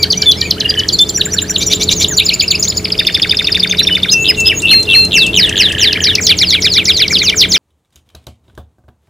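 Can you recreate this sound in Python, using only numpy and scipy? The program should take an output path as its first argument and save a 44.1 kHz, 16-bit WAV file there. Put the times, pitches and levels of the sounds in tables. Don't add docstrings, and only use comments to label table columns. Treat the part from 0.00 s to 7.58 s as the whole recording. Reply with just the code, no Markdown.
import sys
import numpy as np
from scipy import signal
from scipy.fft import rfft, irfft
from scipy.io import wavfile
from scipy.ndimage import uniform_filter1d

SR = 44100
rng = np.random.default_rng(int(sys.argv[2]) if len(sys.argv) > 2 else 0)


def put_to_file(sound):
    columns = np.atleast_2d(sound).T
    safe = np.clip(columns, -1, 1)
    whole_steps = np.round(safe * 32767)
    wavfile.write(sys.argv[1], SR, whole_steps.astype(np.int16))


N = 334278

# time_s, pitch_hz, level_db
DROP_SHAPE = [(0.0, 7700, -36), (0.006, 6250, -9.5), (0.011, 4420, 0.5), (0.017, 3310, -12),
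              (0.029, 3040, -17)]
HOOK_SHAPE = [(0.0, 4630, -22), (0.016, 4196, -13), (0.022, 3775, 5), (0.026, 2950, -8), (0.03, 2540, -19)]
FALL_SHAPE = [(0.0, 3398, -19), (0.01, 3000, -1), (0.022, 2620, -4), (0.033, 2090, -7.5),
              (0.046, 1446, -26)]
CHIP_SHAPE = [(0.0, 6740, -16), (0.003, 5210, -2.5), (0.006, 4140, -4.5), (0.01, 2780, -19)]
PIP_SHAPE = [(0, 4000, -12.5), (.003, 3420, -1.5), (.006, 2750, -13)]
SNAP_SHAPE = [(0, 3800, -9), (.003, 2900, 2), (.006, 2350, -5)]
SCRATCH_SHAPE = [(0, 5200, -17), (.007, 4820, 2), (.016, 4400, -10)]
TICK_SHAPE = [(0, 7400, -25), (.005, 6900, -18), (.009, 6300, -45), (.016, 5600, -26), (.023, 5086, 2.5),
              (.028, 4730, 0), (.035, 3927, -13), (.04, 3200, -45), (.047, 2400, -13), (.052, 1950, -22)]
# time_s, pitch_hz, level_db
SLIDE_SHAPE = [(0, 5200, -32), (.011, 7550, -18), (.028, 6530, -8), (.055, 5134, 3), (.08, 4023, -.5),
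               (.103, 3580, 4.5), (.13, 3052, -10), (.16, 2550, -4.5)]
SWEEP_SHAPE = [(0.0, 7650, -23), (0.022, 6080, -10), (0.045, 4744, -3.5), (0.06, 3790, 2),
               (0.075, 3130, -1), (0.084, 2485, -9.5)]
GLIDE_SHAPE = [(0.0, 7610, -6.5), (0.024, 5500, -13), (0.061, 4805, -0.5), (0.091, 4010, 4),
               (0.131, 2940, -6), (0.161, 2462, -4), (0.184, 2130, -5)]
# time_s, pitch_hz, level_db
ARCH_SHAPE = [(0.0, 3420, -31), (0.038, 4780, -13), (0.049, 6100, -22), (0.06, 7115, 1.5),
              (0.07, 7180, -1.5), (0.082, 6920, -24)]
FLICK_SHAPE = [(0.0, 4040, 2), (0.01, 5900, -3.5), (0.02, 7740, -21)]
CURL_SHAPE = [(0.0, 6680, -25), (0.027, 6770, -10), (0.042, 6520, -0.5), (0.052, 6870, -1.5),
              (0.061, 7570, -6)]
RASP_SHAPE = [(0, 3386, -15), (.02, 3600, 3), (.034, 4200, 6), (.047, 6200, -5)]
LIFT_SHAPE = [(0, 3100, -8), (.005, 3700, 0), (.013, 4300, -12)]
WISP_SHAPE = [(0, 5500, -10), (.008, 7200, 0), (.028, 9400, -9)]
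# time_s, pitch_hz, level_db
DIP_SHAPE = [(0.0, 2920, 3), (0.006, 1836, 2), (0.018, 1426, -1.5), (0.032, 1730, 0), (0.048, 1830, -11)]
SWOOP_SHAPE = [(0.0, 4820, -16), (0.009, 4425, 1), (0.018, 3190, -8.5), (0.03, 2167, -18),
               (0.041, 2470, -9.5), (0.057, 2904, -14.5)]
# time_s, pitch_hz, level_db
PEAK_SHAPE = [(0.0, 3100, -24), (0.005, 3560, 1), (0.011, 3680, 3), (.015, 3350, -20), (0.018, 2636, -8),
              (0.025, 2100, -11), (0.036, 1287, -22)]
COO_SHAPE = [(0.0, 2005, -16), (0.008, 1987, -4), (0.016, 2448, 3.5), (0.024, 2180, -2), (0.034, 1226, -10)]
CHATTER_SHAPE = [(0, 2510, -6.5), (.004, 3260, 5), (.009, 2870, -23), (.013, 1910, -8.5), (.02, 1600, -12),
                 (.027, 1900, -4)]
# time_s, pitch_hz, level_db
SLUR_SHAPE = [(0.0, 6080, -28), (0.02, 5950, -2), (0.032, 5660, 1), (0.043, 5720, -14)]
FLUTE_SHAPE = [(0.0, 2824, -15.5), (0.018, 2710, 0.5), (0.06, 2668, 1), (0.13, 2655, -2.5),
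               (0.172, 2690, -7.5), (0.188, 2743, -11)]
PEEP_SHAPE = [(0.0, 4770, -23), (0.015, 5070, -1.5), (0.028, 5150, 0.5), (0.039, 5020, 0.5),
              (0.047, 4900, -37)]
WHISTLE_SHAPE = [(0, 3600, -14), (.012, 4080, -4), (.024, 4205, 2.5), (.045, 4215, 2), (.118, 4150, -2),
                 (.148, 4115, -14)]
MEW_SHAPE = [(0, 1880, -15), (.038, 2343, -7), (.1, 2350, -3), (.142, 2170, -9)]

# syllable, first_start_s, last_start_s, count, slowing_share, first_db, last_db, pitch_ratio
PHRASE_CUES = [("mew", -.09, .355, 3, 0, -22.5, -23.5, 1), ("drop", .021, .597, 7, 0, -1.5, -2.5, .96),
               ("drop", .692, .786, 2, 0, -9, -8, 1.08), ("drop", .879, 1.084, 3, 0, -3, -10, 1.03),
               ("dip", .04, .215, 2, 0, -30, -30, 1), ("dip", 1.176, 1.494, 5, 0, -25.5, -28.5, 1),
               ("chatter", .581, .833, 9, 0, -19, -16, 1),
               ("chatter", 5.397, 6.099, 23, 0, -12.5, -12.5, 1),
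               ("arch", .873, 2.712, 23, .04, -15, -11, 1), ("slur", 1.135, 1.651, 4, 0, -10, -12.5, 1),
               ("hook", 1.1925, 1.7135, 4, 0, -2, -3.5, 1), ("hook", 1.8705, 2.179, 3, .01, -3, -2, 1),
               ("rasp", 1.597, 1.996, 5, 0, -15, -14.5, 1), ("swoop", 2.173, 2.503, 4, 0, -2, -3, 1),
               ("tick", 2.242, 3.576, 19, .03, -10, -8, 1), ("snap", 2.853, 4.0, 24, .027, -14.5, -16, 1),
               ("peak", 2.9855, 4.028, 14, 0, -5.5, -4.5, 1), ("flick", 3.056, 4.022, 13, 0, -24, -24, 1),
               ("peep", 4.101, 4.449, 3, .02, -5.5, -4, 1), ("flute", 4.118, 5.125, 5, .01, -10.5, -8, 1),
               ("curl", 4.18, 4.538, 3, 0, -16, -12.5, 1), ("fall", 4.278, 5.817, 8, .04, -4.5, -3.5, 1),
               ("lift", 4.345, 4.851, 3, 0, -19, -22, 1), ("whistle", 4.69, 4.931, 2, 0, -5, -4.6, 1),
               ("slide", 5.1245, 5.998, 5, .015, -8.5, -8.5, 1),
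               ("chip", 5.927, 6.266, 4, .02, -5.5, -2, 1), ("chip", 6.385, 6.97, 6, 0, -7.5, -9, 1),
               ("chip", 7.078, 7.517, 5, .02, -11, -6, 1), ("sweep", 6.248, 6.84, 6, 0, -4, -5.5, 1),
               ("sweep", 6.964, 7.487, 5, 0, -4.5, -4.5, 1), ("glide", 6.413, 7.119, 4, 0, -13.5, -13.5, 1)]
# start_s, length_s, start_hz, end_hz, level_db
NOTE_CUES = [(.03, 0.014, 4870, 4260, -4), (0.102, 0.015, 5050, 4250, -5), (0.172, 0.014, 6040, 5870, -11),
             (0.258, 0.059, 3547, 3403, -3), (.415, .025, 1880, 1830, -26), (.368, .028, 5230, 5200, -24),
             (.45, .02, 2500, 2470, -19), (.56, .025, 1200, 1700, -33), (0.65, 0.016, 2860, 2840, -8),
             (0.69, 0.021, 4840, 4770, -7.5), (0.768, 0.042, 3004, 2974, -9),
             (0.923, .038, 4900, 4010, -9.5), (0.986, 0.055, 3513, 3543, -4),
             (1.953, 0.056, 7200, 5500, -17), (2.102, 0.055, 7260, 5500, -16.5),
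             (2.1, .04, 2070, 1390, -25.5), (2.674, .014, 3300, 5300, -14), (2.72, .012, 2900, 4700, -19),
             (3.692, 0.017, 6600, 5950, -15.5), (3.782, 0.032, 3790, 4130, -5.5),
             (3.83, 0.016, 5660, 5510, -11.5), (3.904, 0.045, 2975, 2975, -8),
             (4.084, 0.023, 3000, 4800, -8.5), (4.115, 0.032, 6650, 5650, -7), (4.65, .011, 2850, 2780, -6),
             (6.207, 0.032, 7900, 4900, -16), (6.228, .036, 7800, 6100, -15),
             (6.238, .11, 4830, 2165, -15.5), (7.363, 0.099, 7440, 3090, -9.5),
             (7.522, 0.061, 7400, 4480, -12.5)]
# start_s, length_s, centre_hz, level_db
WARBLE_CUES = [(2.623, .04, 6250, -8), (6.619, 0.04, 5140, -13), (7.224, 0.038, 6330, -14)]
CLICK_CUES = [4.402, 4.619, 4.828, 5.048, 5.264, 5.492, 5.722]

# frequency_hz, t60_s
ROOM_DECAY = [(1500, 0.42), (4000, 0.2), (14000, 0.17)]
# pitch_hz, level_db
HUM_PARTIALS = [(85.5, -31.5), (181.5, -33), (253.0, -44), (290.2, -39.5), (326.8, -38.5), (362.3, -43),
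                (425.3, -34), (639.5, -45)]
# frequency_hz, level_db
AIR_MID_SPECTRUM = [(15, -51), (25, -17), (40, -8), (80, -1.5), (188, -3), (262, -8.5), (422, -8),
                    (682, -17.5), (1300, -28), (2200, -92)]
# frequency_hz, level_db
AIR_SIDE_SPECTRUM = [(15, -50), (25, -12), (80, -3), (240, -9), (450, -5), (1300, -19), (2400, -75)]
# time_s, level_db
RUMBLE_SWELL = [(0.0, -24), (1.52, -25.5), (1.62, -22), (2.13, -21), (2.2, -26), (3.71, -25), (5.32, -21),
                (6.78, -26), (7.58, -23)]
# frequency_hz, level_db
HISS_SPECTRUM = [(600, -15), (1300, -1.5), (4000, -5.5), (8000, -12), (15000, -17)]
# frequency_hz, level_db
SIZZLE_SPECTRUM = [(2500, -24), (8000, -5), (9600, 8), (11500, 6), (15000, -8)]


def near_birds():
    chirps = sing(DROP_SHAPE, phrases("drop"), rough=.027)
    chirps += sing(HOOK_SHAPE, phrases("hook"))
    chirps += sing(SLUR_SHAPE, phrases("slur"))
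    chirps += sing(SWOOP_SHAPE, phrases("swoop"))
    chirps += sing(PEAK_SHAPE, phrases("peak"), rough=.014)
    slides = stuttered_falls() + sing(SLIDE_SHAPE, phrases("slide"), flutter_db=2.2)
    return chirps + slides + chips_and_coos() + plain_notes() + warbles()


def sing(shape, cues, db=0, second_db=-37, third_db=-48, rough=.0086, flutter_db=3):
    beak_hz, beak_width_hz, beak_db = 11000, 1400, 13
    out = np.zeros(N)
    for start_s, level_db, *pitch in cues:
        phase, swell = gesture(shape, *pitch, rough=rough, flutter_db=flutter_db)
        hz = np.gradient(phase) * SR / (2 * np.pi)
        tone = np.sin(phase)
        for k, overtone_db in enumerate((second_db, third_db), 2):
            beak = np.exp(-((k * hz - beak_hz) / beak_width_hz) ** 2)
            tone += gain_of(overtone_db + beak_db * beak) * np.sin(k * phase)
        add(out, start_s, gain_of(db + level_db) * swell * tone)
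    return out


def gesture(shape, pitch=1, rough=.007, flutter_db=1):
    times, path_hz, path_db = np.transpose(shape)
    t = np.arange(0, times.max(), 1 / SR)
    hz = uniform_filter1d(np.interp(t, times, path_hz), size=130, mode="nearest") * pitch
    hz *= 1 + rough * wander(len(t), 502)
    flutter = np.sin(2 * np.pi * 105 * t + 2 * wander(len(t), 20.4)) + .5 * wander(len(t), 120.2)
    level_db = np.interp(t, times, path_db) + flutter_db * flutter
    edge_s = np.minimum(t, t[-1] - t)
    fades = np.sin(np.pi / 2 * np.minimum(edge_s / .0011, 1)) ** 2
    return 2 * np.pi * np.cumsum(hz) / SR, gain_of(level_db) * fades


def phrases(syllable, sag=0, scatter_db=.8, scatter_pitch=.003):
    cues = []
    for name, first_s, last_s, count, slowing, first_db, last_db, pitch in PHRASE_CUES:
        if name == syllable:
            progress = np.linspace(0, 1, round(count))
            louder, higher = rng.standard_normal((len(progress), 2)).T
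            starts = first_s + (last_s - first_s) * progress * (1 - slowing * (1 - progress))
            levels = first_db + (last_db - first_db) * progress + scatter_db * louder
            pitches = pitch * (1 + sag * (.5 - progress) + scatter_pitch * higher)
            cues += zip(starts, levels, pitches)
    return cues


def stuttered_falls(pip_lead_s=.034, pip_gap_s=.0103, wisp_lead_s=.036, click_pitch=1.5):
    fall_cues = phrases("fall")
    pip_cues = [(s - pip_lead_s + k * pip_gap_s, db)
                for s, *_ in fall_cues for k, db in enumerate((-8, -3, -3, -3))]
    clicks = sing(CHIP_SHAPE, [(s, -18, click_pitch) for s in CLICK_CUES], rough=.2) + click_noise()
    wisps = sing(WISP_SHAPE, [(s - wisp_lead_s, -29) for s in CLICK_CUES], rough=.04)
    falls = sing(FALL_SHAPE, fall_cues, rough=.025, flutter_db=4)
    pips = sing(PIP_SHAPE, pip_cues, rough=.06)
    return pips + falls + wisps + clicks


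def click_noise(rise_s=.0016, tail_db=-15, tail_s=.025, band_hz=(4000, 10000)):
    t = np.arange(SR // 2) / SR
    burst = t / rise_s * np.exp(1 - t / rise_s) + gain_of(tail_db) * np.exp(-t / tail_s)
    swell = np.zeros(N)
    for start_s in CLICK_CUES:
        add(swell, start_s, burst)
    band = signal.butter(2, band_hz, "band", fs=SR, output="sos")
    grit = signal.sosfilt(band, signal.sosfilt(band, rng.standard_normal(N)))
    return gain_of(-21) * swell * unit_rms(grit)


def chips_and_coos(coo_lag_s=.0195):
    chip_cues = phrases("chip")
    coo_cues = [(s + coo_lag_s, -14) for s, *_ in chip_cues]
    return sing(CHIP_SHAPE, chip_cues, db=5, rough=.02) + sing(COO_SHAPE, coo_cues)


def plain_notes():
    out = np.zeros(N)
    for start_s, length_s, start_hz, end_hz, level_db in NOTE_CUES:
        shape = [(progress * length_s, start_hz * (end_hz / start_hz) ** progress, db)
                 for progress, db in [(0, -10), (.2, -.5), (.6, 2), (1, -4)]]
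        out += sing_clean(shape, [(start_s, level_db)])
    return out


def warbles(strokes_per_s=155, fall=.2, rough=.04):
    out = np.zeros(N)
    for start_s, length_s, centre_hz, db in WARBLE_CUES:
        size = round(length_s * SR)
        stroke = np.cumsum(strokes_per_s * (1 + .2 * wander(size, strokes_per_s))) / SR % 1
        hz = centre_hz * (1 + fall * (.5 - stroke) + rough * wander(size, 900))
        swell = signal.windows.tukey(size) * np.sin(np.pi * stroke)
        add(out, start_s, gain_of(db) * swell * np.sin(2 * np.pi * np.cumsum(hz) / SR))
    return out


def whistlers():
    held = sing_clean(FLUTE_SHAPE, phrases("flute"))
    held += sing_clean(WHISTLE_SHAPE, phrases("whistle"))
    held += sing_clean(PEEP_SHAPE, phrases("peep"))
    sweeps = sing(SWEEP_SHAPE, phrases("sweep"), rough=.018, flutter_db=2.3, second_db=-35)
    return held + sweeps + sing(GLIDE_SHAPE, phrases("glide"), flutter_db=3.8)


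def sing_clean(shape, cues):
    return sing(shape, cues, second_db=-39, third_db=-42, rough=.00062, flutter_db=.95)


def far_birds():
    trills = sing(ARCH_SHAPE, phrases("arch", sag=.04), second_db=-30)
    trills += sing(TICK_SHAPE, phrases("tick"))
    trills += snaps_and_scratches()
    trills += sing(DIP_SHAPE, phrases("dip"))
    trills += sing(FLICK_SHAPE, phrases("flick"), rough=.02)
    trills += sing(LIFT_SHAPE, phrases("lift"), rough=.03)
    chatter = sing(CHATTER_SHAPE, phrases("chatter"), rough=.03)
    mews = sing(MEW_SHAPE, phrases("mew"), second_db=-2, third_db=-4, rough=.002)
    curls = sing(CURL_SHAPE, phrases("curl"))
    return trills + chatter + mews + curls + rasps() + twitter()


def snaps_and_scratches(scratch_lag_s=.023):
    snap_cues = phrases("snap")
    scratch_cues = [(s + scratch_lag_s, -20) for s, *_ in snap_cues]
    snaps = sing(SNAP_SHAPE, snap_cues, rough=.1)
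    return snaps + sing(SCRATCH_SHAPE, scratch_cues, rough=.08, flutter_db=5.5)


def rasps(low_hz=2250, low_rise=1.08, chaos_rad=.95):
    out = np.zeros(N)
    for start_s, db, pitch in phrases("rasp"):
        high, swell = gesture(RASP_SHAPE, pitch, rough=.026)
        size = len(high)
        high += chaos_rad * wander(size, 1000)
        low_bend = np.linspace(1, low_rise, size) + .044 * wander(size, 800)
        low = 2 * np.pi * low_hz * np.cumsum(low_bend) / SR
        low_fade = np.linspace(2, 0, size)
        second_voice = gain_of(-12) * np.sin(low) + gain_of(-3) * np.sin(high + low)
        bite = gain_of(-22) * (np.sin(2 * high + low) + np.sin(2 * (high + low)))
        add(out, start_s, gain_of(db) * swell * (np.sin(high) + low_fade * (second_voice + bite)))
    return out


def twitter(chips_per_s=22, spread_db=3, spread_octaves=.3):
    shapes = [SCRATCH_SHAPE, LIFT_SHAPE, HOOK_SHAPE, SWOOP_SHAPE]
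    out = np.zeros(N)
    for when, which, louder, higher in rng.random((round(chips_per_s * N / SR), 4)):
        pitch = 2 ** (spread_octaves * (2 * higher - 1))
        phase, swell = gesture(shapes[int(which * len(shapes))], pitch, rough=.03)
        add(out, when * N / SR, gain_of(-31 + spread_db * (2 * louder - 1)) * swell * np.sin(phase))
    return out


def cage(x, echo_db=-17):
    mid, side = np.zeros(N), np.zeros(N)
    add(mid, .0043, x)
    add(mid, .0091, -x)
    add(side, .0026, x)
    return gain_of(echo_db) * stereo(mid, side, side_db=-1)


def room(x, density=.1, predelay_s=.003):
    size = SR // 2
    taps = rng.standard_normal((2, size)) * (rng.random((2, size)) < density)
    taps *= np.arange(size) > predelay_s * SR
    hz, t, bands = signal.stft(taps, SR, nperseg=256)
    decay = gain_of(-60 * t / curve_at(ROOM_DECAY, hz)[:, None])
    tail = signal.istft(bands * decay, SR, nperseg=256)[1]
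    mid, side = signal.fftconvolve(x[None], tail / np.linalg.norm(tail[0]), axes=1)[:, :N]
    return stereo(mid, side, side_db=-7)


def machine_hum():
    t = np.arange(N) / SR
    hum = np.zeros(N)
    for hz, db in HUM_PARTIALS:
        level = gain_of(db) * np.sqrt(2) * (1 + .35 * wander(N, 4))
        hum += level * np.sin(2 * np.pi * hz * t + .95 * wander(N, 3))
    return hum


def room_tone(swell_centre_db=-24, swell_depth=.7):
    hum = gain_of(-1) * machine_hum()
    air = gain_of(-27.2) * stereo(noise(AIR_MID_SPECTRUM), noise(AIR_SIDE_SPECTRUM), side_db=-14.5)
    hiss = gain_of(-38) * stereo(noise(HISS_SPECTRUM), noise(HISS_SPECTRUM), side_db=-3)
    swing_db = np.interp(np.arange(N) / SR, *np.transpose(RUMBLE_SWELL)) - swell_centre_db
    return gain_of(swell_depth * swing_db) * (hum + air) + hiss


def noise(spectrum):
    colour = gain_of(curve_at(spectrum, np.fft.rfftfreq(N, 1 / SR)))
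    return unit_rms(irfft(rfft(rng.standard_normal(N)) * colour, N))


def wander(size, rate_hz):
    points = rng.standard_normal(int(size * rate_hz / SR * 2) + 2)
    return np.interp(np.arange(size) * rate_hz / SR * 2, np.arange(len(points)), points)


def curve_at(points, hz):
    points_hz, values = np.transpose(points)
    return np.interp(np.log(hz + 1), np.log(points_hz), values)


def stereo(mid, side, side_db):
    return mid + gain_of(side_db) * np.array([side, -side])


def add(mix, start_s, sound):
    start = round(start_s * SR)
    sound = sound[max(-start, 0):]
    part = mix[max(start, 0):][:len(sound)]
    part += sound[:len(part)]


def gain_of(db):
    return 10 ** (np.asarray(db) / 20)


def unit_rms(x):
    return x / np.sqrt(np.mean(x ** 2) + 1e-20)


def scene():
    chirps = near_birds() + far_birds()
    whistles = whistlers()
    cage_send = chirps + gain_of(-3) * whistles
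    room_send = gain_of(-14) * chirps + gain_of(-17) * whistles
    return chirps + whistles + cage(cage_send) + room(room_send) + room_tone()


def record(dry, drive_db=1, knee=9, sizzle_db=-29.5, shimmer_db=-15, cutoff_hz=15600):
    driven = gain_of(drive_db) * dry
    clipped = driven / (1 + abs(driven) ** knee) ** (1 / knee)
    loudness = uniform_filter1d(abs(driven).mean(0), size=60)
    fizz = stereo(noise(SIZZLE_SPECTRUM), noise(SIZZLE_SPECTRUM), side_db=-6.5)
    sizzle = gain_of(sizzle_db) * loudness * fizz
    flipped = clipped * (-1) ** np.arange(N)
    high_pass = signal.butter(8, 15000, "high", fs=SR, output="sos")
    shimmer = gain_of(shimmer_db) * signal.sosfilt(high_pass, flipped)
    low_pass = signal.firwin(511, cutoff_hz, window=("kaiser", 8), fs=SR)
    return signal.oaconvolve(clipped + sizzle + shimmer, low_pass[None], "same")


dry = scene()
out = record(dry)
put_to_file(out)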